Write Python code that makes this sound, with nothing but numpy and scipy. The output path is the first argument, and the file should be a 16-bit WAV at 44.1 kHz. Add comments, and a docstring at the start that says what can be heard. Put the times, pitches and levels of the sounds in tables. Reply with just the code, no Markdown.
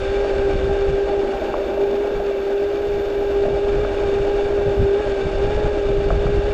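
"""Electric scooter, rider's place

Open country in the evening, microphone riding with the scooter along a paved road.
Close by, chain teeth meshing on the motor sprocket whine as sine lines, and roller ticks ring the frame.
Below, filtered noise makes the tyres roar on coarse asphalt; cracks knock as short falling tones.
Wind buffets the microphone as low noise in gusts; insects by the roadside are faint, narrow noise."""
import sys
import numpy as np
from scipy import signal
from scipy.fft import rfft, irfft
from scipy.io import wavfile
from scipy.ndimage import uniform_filter1d

SR = 44100
rng = np.random.default_rng(int(sys.argv[2]) if len(sys.argv) > 2 else 0)


def output_pcm(signal):
    """Save a mono or channel-first signal as 16-bit PCM at the path in sys.argv[1].

    Samples are clipped to [-1, 1] before scaling.
    """
    pcm = np.clip(np.atleast_2d(signal).T, -1, 1) * 32767
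    wavfile.write(sys.argv[1], SR, np.round(pcm).astype(np.int16))


N = 287973
TIME = np.arange(N) / SR

# insects in the verge, loudest as the scooter passes them, before a 1 dB lift: (time [s], level [dB])
HISS_LEVEL = [(0, -85), (1.15, -77), (1.4, -69), (3.33, -68), (3.43, -74), (4.6, -75), (4.82, -70),
              (4.9, -86), (6.53, -88)]
# spectrum of those insects: (frequency [Hz], relative level per Hz [dB])
HISS_COLOUR = [(7000, -50), (9500, -23.5), (10500, -14.5), (11500, -10.5), (12300, -3.5), (13000, -1),
               (13900, -12.5), (15000, -16.5), (18000, -49)]

# steady airflow over the microphone: (time [s], level [dB])
AIRFLOW_LEVEL = [(0, -28.5), (.7, -25.5), (1.15, -32.5), (2.5, -40), (3.5, -29), (4.5, -27.5), (4.95, -33),
                 (5.2, -33), (5.4, -20.5), (5.6, -23), (5.8, -28), (6.1, -22.5), (6.53, -23)]
# gusts on top of it: (time of peak [s], length at half height [s], rumble level [dB], eddy level [dB])
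GUSTS = [(0.103, 0.059, -29.5, -45.5), (0.38, .06, -26, -35), (0.554, .05, -20.5, -26.5),
         (0.675, 0.068, -19.5, -30.5), (0.908, .06, -19, -25), (2.175, 0.066, -27.5, -36.5),
         (2.938, .11, -29, -36.5), (3.496, .1, -29, -31.5), (3.773, 0.1, -22, -32.5),
         (4.07, .04, -27, -31.5), (4.212, .035, -28, -32), (4.678, .04, -25.5, -23.5),
         (4.818, 0.063, -15.5, -18.5), (5.068, .1, -27, -38.5), (5.258, .07, -25.5, -28),
         (5.483, .06, -28, -26.5), (5.578, .06, -25, -28.5), (5.66, .04, -20, -25),
         (5.894, .055, -19.5, -25), (6.004, .07, -19.5, -29), (6.135, .11, -16, -26),
         (6.273, .07, -19, -26), (6.372, 0.053, -17, -24)]
# spectrum of the wind rumble: (frequency [Hz], relative level per Hz [dB])
WIND_COLOUR = [(4, -11), (14, 0), (24, 5), (45, 4.5), (70, -1), (115, -9), (170, -16.5), (300, -34),
               (600, -33.5), (2000, -85)]
# spectrum of the small eddies that the gusts shed: (frequency [Hz], relative level per Hz [dB])
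EDDY_COLOUR = [(40, -8.5), (125, 1.5), (220, -7.5), (400, -16), (900, -38.5), (2000, -83)]

# tyres on smoother and coarser asphalt: (time [s], level [dB])
ROAD_LEVEL = [(0, -34.5), (.3, -28), (.95, -30), (1.35, -27.5), (2.1, -28.5), (2.7, -31.5), (3.5, -28.5),
              (4.45, -27.5), (4.9, -30), (5.05, -28.5), (5.45, -28.5), (5.85, -28), (6.53, -29.5)]
# spectrum of the tyre roar: (frequency [Hz], relative level per Hz [dB])
ROAD_COLOUR = [(30, -6.5), (150, -14.5), (240, 2.5), (320, 0.5), (600, 3.5), (850, -21.5), (1000, -18.5),
               (1400, -11.5), (2200, -36.5), (6000, -71.5)]
# resonances of deck and tyre cavity: (frequency [Hz], width [Hz], relative level [dB])
DECK_MODES = [(357, 63.6, 7), (468, 33, 6), (528, 65, 5.5), (584, 91, 5), (717, 110, -16.5),
              (799.5, 32.3, 3)]
# cracks and stones in the road, levels ahead of the rubber's low-pass:
# (time [s], thud level [dB], clack level [dB], starting clack pitch [Hz])
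BUMPS = [(0.245, -17.5, -27, 1100), (1.419, -16, -34, 900), (1.540, -15.5, -15.5, 1150),
         (1.773, -20, -34, 900), (2.200, -16, -36, 900), (2.310, -24, -38, 900), (2.501, -22, -36, 900),
         (3.453, -20, -30, 1000), (3.480, -21, -31, 1000), (3.848, -17.5, -20.5, 1450),
         (5.004, -22, -27, 1100), (5.070, -20.5, -31, 1000), (5.353, -21, -35, 900),
         (5.769, -23, -33, 1000), (6.104, -13.5, -16, 1400), (6.266, -26, -24.5, 1400)]
# steering column knocked by a crack: (frequency [Hz], width [Hz], relative level [dB])
COLUMN_MODES = [(863, 28, 3.5), (1110, 120, -4), (1310, 20, -3), (2510, 610, -6.5)]

# drive speed: (time [s], tooth meshing rate [Hz])
MESH_RATE = [(0.0, 390), (0.25, 405), (0.31, 394.4), (0.42, 398.4), (0.55, 395.3), (0.6, 388.5),
             (0.66, 394), (0.76, 398.4), (0.92, 396.4), (1.14, 401.5), (1.34, 393), (1.47, 397.8),
             (1.63, 397), (1.69, 391), (1.75, 399), (1.96, 401.6), (2.04, 407), (2.22, 404.4), (2.39, 395),
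             (2.66, 403.8), (2.9, 406.5), (2.97, 403), (3.4, 401), (3.73, 404.1), (3.91, 398), (4.03, 406),
             (4.09, 398), (4.3, 403.4), (4.5, 405.4), (4.68, 402.5), (4.86, 396.5), (5.02, 402),
             (5.2, 394.2), (5.34, 393.5), (5.43, 399.7), (5.5, 412.8), (5.6, 418.8), (5.88, 400.6),
             (6.07, 401.6), (6.35, 407.6), (6.4, 400.2), (6.46, 411), (6.52, 408.5)]
# the wheel loses grip for a moment and the motor races:
# (time of peak [s], length at half height [s], rise of meshing rate [Hz])
SKIPS = [(3.824, .065, 15), (5.01, .055, 20)]
# how hard the chain rattles; the whine's overtones follow it: (time [s], level [dB])
CHAIN_LEVEL = [(0, -38.5), (.6, -40), (1.1, -41.5), (1.85, -43), (2.6, -43), (3.55, -42), (3.95, -40.7),
               (4.4, -41), (4.92, -42), (4.99, -40), (5.7, -40), (5.95, -41.5), (6.53, -40)]
# resonances of frame and chain guard: (frequency [Hz], width [Hz], relative level [dB])
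FRAME_MODES = [(1246, 58, -6), (1542, 110, -2.5), (1842, 120, -10.5), (2335, 86, -1), (2540, 81, -5),
               (2834, 130, -4.5), (3010, 76, -15), (3553, 190, -6), (4080, 79, -16.5), (4500, 130, -11),
               (5355, 230, -27), (5217, 260, -19.5), (5980, 130, -28), (6510, 770, -23.5), (7750, 850, -40)]
# spectrum of the rollers' rubbing: (frequency [Hz], relative level per Hz [dB])
RATTLE_COLOUR = [(600, -22), (950, -4), (1400, 1), (2000, -4), (3000, -7), (4200, -14.5), (6000, -20.5),
                 (7900, -24), (8700, -36), (9600, -43), (10400, -32), (11500, -42.5), (13000, -66),
                 (16000, -68.5)]
# strength of the whine: (time [s], level [dB])
WHINE_LEVEL = [(0, -27.5), (.16, -19), (.32, -22.5), (.48, -18), (.59, -28), (.64, -20), (.75, -21),
               (.82, -17.5), (.91, -21), (1.02, -18), (1.07, -24), (1.2, -19), (1.42, -28.5), (1.5, -27.5),
               (1.63, -24.5), (1.7, -28.5), (1.84, -18), (2.11, -24), (2.33, -21), (2.42, -25), (2.53, -19),
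               (2.63, -20), (2.75, -23.5), (2.98, -20.5), (3.11, -22.5), (3.42, -17), (3.47, -21),
               (3.78, -19), (3.88, -24.5), (4.07, -19.5), (4.73, -20.5), (4.95, -17), (5.02, -24),
               (5.13, -21.5), (5.2, -24), (5.28, -23.5), (5.35, -27), (5.43, -18), (5.48, -23.5),
               (6.07, -20), (6.13, -28), (6.17, -22), (6.53, -22)]
# the whine's octave re the chain level, before its trim: (time [s], level [dB])
OCTAVE_LEVEL = [(0, -1.5), (1.0, 4.5), (2.2, 3), (3.5, -2.5), (4.8, 0), (5.3, -2), (5.6, 6), (5.9, -2.5),
                (6.53, 1)]
# the whine's double octave re the chain level, before its trim: (time [s], level [dB])
DOUBLE_OCTAVE_LEVEL = [(0, -3.5), (.65, -2), (1.4, -5.5), (2.0, -5.5), (3.7, -5.5), (4.1, -6), (4.8, -4.5),
                       (5.33, -2), (5.9, -7.5), (6.53, -4)]
# a tone of the drive a fourth above the whine, re the chain level: (time [s], level [dB])
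SIDE_TONE_LEVEL = [(0, 3.5), (.9, 4.5), (1.5, 0), (2.5, -4), (6.53, -2.5)]
# faint lines of the drive: (multiple of the meshing rate [ratio], level re the chain level [dB])
OVERTONES = [(5 / 6, -6), (7 / 6, -5), (1.5, 0.5), (2.09, -10), (8 / 3, -22), (3, -14.5), (3.83, -12),
             (4.15, -19), (14 / 3, -20), (20 / 3, -20)]

# after a crack the deck goes on shaking: extra drumming re the thud, and its decay time
SHAKE_DB, SHAKE_S = 11, .04
# deck thud and column clack: time to the peak of the envelope, and fall in pitch
THUD_HZ, THUD_S, THUD_SAG_OCT_PER_S = 660, .003, 18
CLACK_S, CLACK_SAG_OCT_PER_S = .0011, 60
# roar and rattle swell and ebb by these amounts once in so many teeth, first peaking at the time given
WHEEL_TEETH, FIRST_SWELL_S = 47, .035
ROAR_SWELL_DB, RATTLE_SWELL_DB = 1.13, 0.5
# the slack run of the chain flaps and shakes the timing of the teeth: rate, spread, depth in teeth
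FLAP_HZ, FLAP_WIDTH_HZ, FLAP_TEETH = 66.5, 7, 0.0094
SIDE_TONE_RATIO = 4 / 3
STOPBAND_EDGE_HZ = 15700


def from_db(db):
    """Decibels to gain."""
    return 10 ** (np.asarray(db) / 20)


def rms_one(x):
    """Scale to unit power."""
    return x / np.sqrt(np.mean(x ** 2) + 1e-20)


def noise():
    """White noise over the whole scene."""
    return rng.standard_normal(N)


def in_time(rows):
    """One value per sample from a (time, value) curve, its corners rounded over 10 ms."""
    times, values = np.transpose(rows)
    return uniform_filter1d(np.interp(TIME, times, values), size=SR // 100)


def drift(rate_hz):
    """Slow random motion with spread 1: noise that falls away above rate_hz."""
    hz = np.arange(N // 2 + 1) * SR / N
    return rms_one(irfft(rfft(noise()) / (1 + (hz / rate_hz) ** 2), N))


def coloured(x, spectrum):
    """Give a sound a smooth spectrum, interpolated on a log frequency axis; rms 1."""
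    hz, db = np.transpose(spectrum)
    bins = np.arange(N // 2 + 1) * SR / N
    gain = from_db(np.interp(np.log(bins + 1), np.log(hz), db))
    return rms_one(irfft(rfft(x) * gain, N))


def resonate(x, modes):
    """Parallel resonances, each passed twice for dark valleys between them."""
    out = np.zeros(N)
    for hz, width, db in modes:
        r = np.exp(-np.pi * width * np.pi / 2 / SR)  # widened by pi/2, as two passes narrow the peak
        section = [(1 - r * r) / 2, 0, (r * r - 1) / 2, 1, -2 * r * np.cos(2 * np.pi * hz / SR), r * r]
        out += from_db(db) * signal.sosfilt([section, section], x + 1e-18)
    return out


def swell(peak_time, length):
    """A rounded hump of height 1, centred on peak_time."""
    return 1 / (1 + (2 * (TIME - peak_time) / length) ** 4)


def knock(hz, peak_s, sag):
    """A few cycles in an envelope of height 1, peaking at peak_s, falling by sag octaves a second."""
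    t = np.arange(SR // 20) / SR
    phase = 2 * np.pi * np.cumsum(hz * 2 ** (-sag * t)) / SR
    envelope = t / peak_s * np.exp(1 - t / peak_s)
    return envelope * np.sin(phase)


def levelled(x, window_s):
    """Hold a noise at unit power over a short window, leaving its faster lumps."""
    return x / np.sqrt(uniform_filter1d(x ** 2, size=int(window_s * SR)) + 1e-9)


def crickets(pitch_hz=2694, width_hz=14, level_db=-56):
    """Far tree crickets merge into one thin trill: noise through a narrow resonance."""
    return from_db(level_db) * rms_one(resonate(noise(), [(pitch_hz, width_hz, 0)]))


def hiss(hiss_db, flicker_db=1.0, lift_db=1.0):
    """Insects in the verge rasp faintly at the very top: flickering high noise."""
    flickering = noise() * from_db(flicker_db * drift(50))
    return from_db(hiss_db + lift_db) * coloured(flickering, HISS_COLOUR)


def wind(airflow_db, lumps_db=4.0, ceiling=0.3):
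    """Gusts ride on the airflow and shed brighter eddies; both hit the microphone port in lumps."""
    gusts = sum(from_db(rumble_db) * swell(s, length) for s, length, rumble_db, _ in GUSTS)
    shedding = sum(from_db(eddy_db) * swell(s, length) for s, length, _, eddy_db in GUSTS)
    lumps = from_db(lumps_db * drift(24))
    rumble = levelled(coloured(noise() * lumps, WIND_COLOUR), window_s=.09)
    rumble *= np.hypot(from_db(airflow_db), gusts)
    eddies = shedding * levelled(coloured(noise() * lumps, EDDY_COLOUR), window_s=0.053)
    # the strongest lumps are rounded off
    return ceiling * np.tanh((rumble + eddies) / ceiling)


def tyres(road_db, grain_db=1.17, roar_db=-3.5):
    """Stones in the asphalt drum on the tyres and shake the deck, harder just after a crack."""
    shaking = np.zeros(N)
    for s, thud_db, _, _ in BUMPS:
        shaking += from_db(thud_db + SHAKE_DB) * (TIME > s) * np.exp(-abs(TIME - s) / SHAKE_S)
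    texture = from_db(grain_db * drift(32)) * np.hypot(1, shaking)
    deck = rms_one(resonate(texture * noise(), DECK_MODES))
    roar = coloured(texture * noise(), ROAD_COLOUR)
    return from_db(road_db) * (deck + from_db(roar_db) * roar)


def bumps(column_db=28.5):
    """A crack thumps the deck and clacks the column, whose bending waves bring the highs first."""
    blows, clacks = np.zeros((2, N))
    for s, thud_db, clack_db, clack_hz in BUMPS:
        thud = from_db(thud_db) * knock(THUD_HZ, THUD_S, THUD_SAG_OCT_PER_S)
        clack = from_db(clack_db) * knock(clack_hz, CLACK_S, CLACK_SAG_OCT_PER_S)
        start = int(s * SR)
        blows[start:start + len(thud)] += thud + clack
        clacks[start] = from_db(clack_db)
    ringing = from_db(column_db) * resonate(clacks, COLUMN_MODES)
    rubber = signal.butter(4, 1650, fs=SR, output="sos")
    return signal.sosfilt(rubber, blows + ringing)


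def rattle(meshes, rattle_db, uneven_db=9.0, clatter_db=1.25, ring_db=-1.0, tick_share=0.45):
    """Every roller lands with a tick of its own strength and rubs on its tooth; the frame rings."""
    # one landing per tooth, with a jittered moment
    lands = np.diff(np.floor(meshes + .15 * drift(200)), prepend=0) > 0
    ticks = rms_one(lands * noise() * from_db(uneven_db * np.tanh(drift(66))))
    force = (tick_share * ticks + noise()) * from_db(clatter_db * drift(32))
    ringing = from_db(ring_db) * rms_one(resonate(force, FRAME_MODES))
    friction = noise() * from_db(clatter_db * drift(70))
    rubbing = coloured(friction + 0.12 * ticks, RATTLE_COLOUR)
    return from_db(rattle_db) * (ringing + rubbing)


def whine(meshes, chain_db, octave_trim_db=-1.0, double_trim_db=-0.35, waver_db=0.64, wander_rad=0.59):
    """Each tooth that engages pushes once: a strong line, its octaves, and faint lines of the drive."""
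    flap = rms_one(resonate(noise(), [(FLAP_HZ, FLAP_WIDTH_HZ, 0)]))
    angle = 2 * np.pi * (meshes + FLAP_TEETH * flap) + 0.038 * drift(7.4)

    def line(multiple, db, flutter, wander=0, wander_hz=3.7):
        """One multiple of the meshing rate, fluttering with the chain's tension."""
        phase = multiple * angle + rng.uniform(0, 2 * np.pi) + wander * drift(wander_hz)
        return np.sqrt(2) * from_db(db) * np.sin(phase) * (1 + flutter * drift(20))

    octave_db = chain_db + in_time(OCTAVE_LEVEL) + octave_trim_db
    double_db = chain_db + in_time(DOUBLE_OCTAVE_LEVEL) + double_trim_db
    side_db = chain_db + in_time(SIDE_TONE_LEVEL)
    tone = line(1, in_time(WHINE_LEVEL) + waver_db * drift(18), flutter=0.11)
    tone += line(2, octave_db, flutter=0.54, wander=0.5, wander_hz=13)
    tone += line(4, double_db, flutter=0.1, wander=0.7, wander_hz=3.5)
    tone += line(SIDE_TONE_RATIO, side_db, flutter=0.4, wander=0.45, wander_hz=8.7)
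    for multiple, db in OVERTONES:
        tone += line(multiple, chain_db + db, flutter=0.22, wander=wander_rad)
    return tone


def scene():
    """Insects, wind, road and drive in the open air; one meshing count times the whole drive."""
    mesh_hz = in_time(MESH_RATE) + sum(rise * swell(s, length) for s, length, rise in SKIPS)
    meshes = np.cumsum(mesh_hz) / SR
    first_swell = np.interp(FIRST_SWELL_S, TIME, meshes)
    wheel = np.cos(2 * np.pi * (meshes - first_swell) / WHEEL_TEETH)
    chain_db = in_time(CHAIN_LEVEL)
    insects = crickets() + hiss(in_time(HISS_LEVEL))
    air = wind(in_time(AIRFLOW_LEVEL))
    road = tyres(in_time(ROAD_LEVEL) + ROAR_SWELL_DB * wheel) + bumps()
    drive = rattle(meshes, chain_db + RATTLE_SWELL_DB * wheel) + whine(meshes, chain_db)
    return (insects + air + road + drive)[None]


def record(dry):
    """The top is cut steeply, 70 dB down from the stopband edge upwards."""
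    steep_cut = signal.cheby2(12, 70, STOPBAND_EDGE_HZ, fs=SR, output="sos")
    return signal.sosfilt(steep_cut, dry)


dry = scene()
out = record(dry)
output_pcm(out)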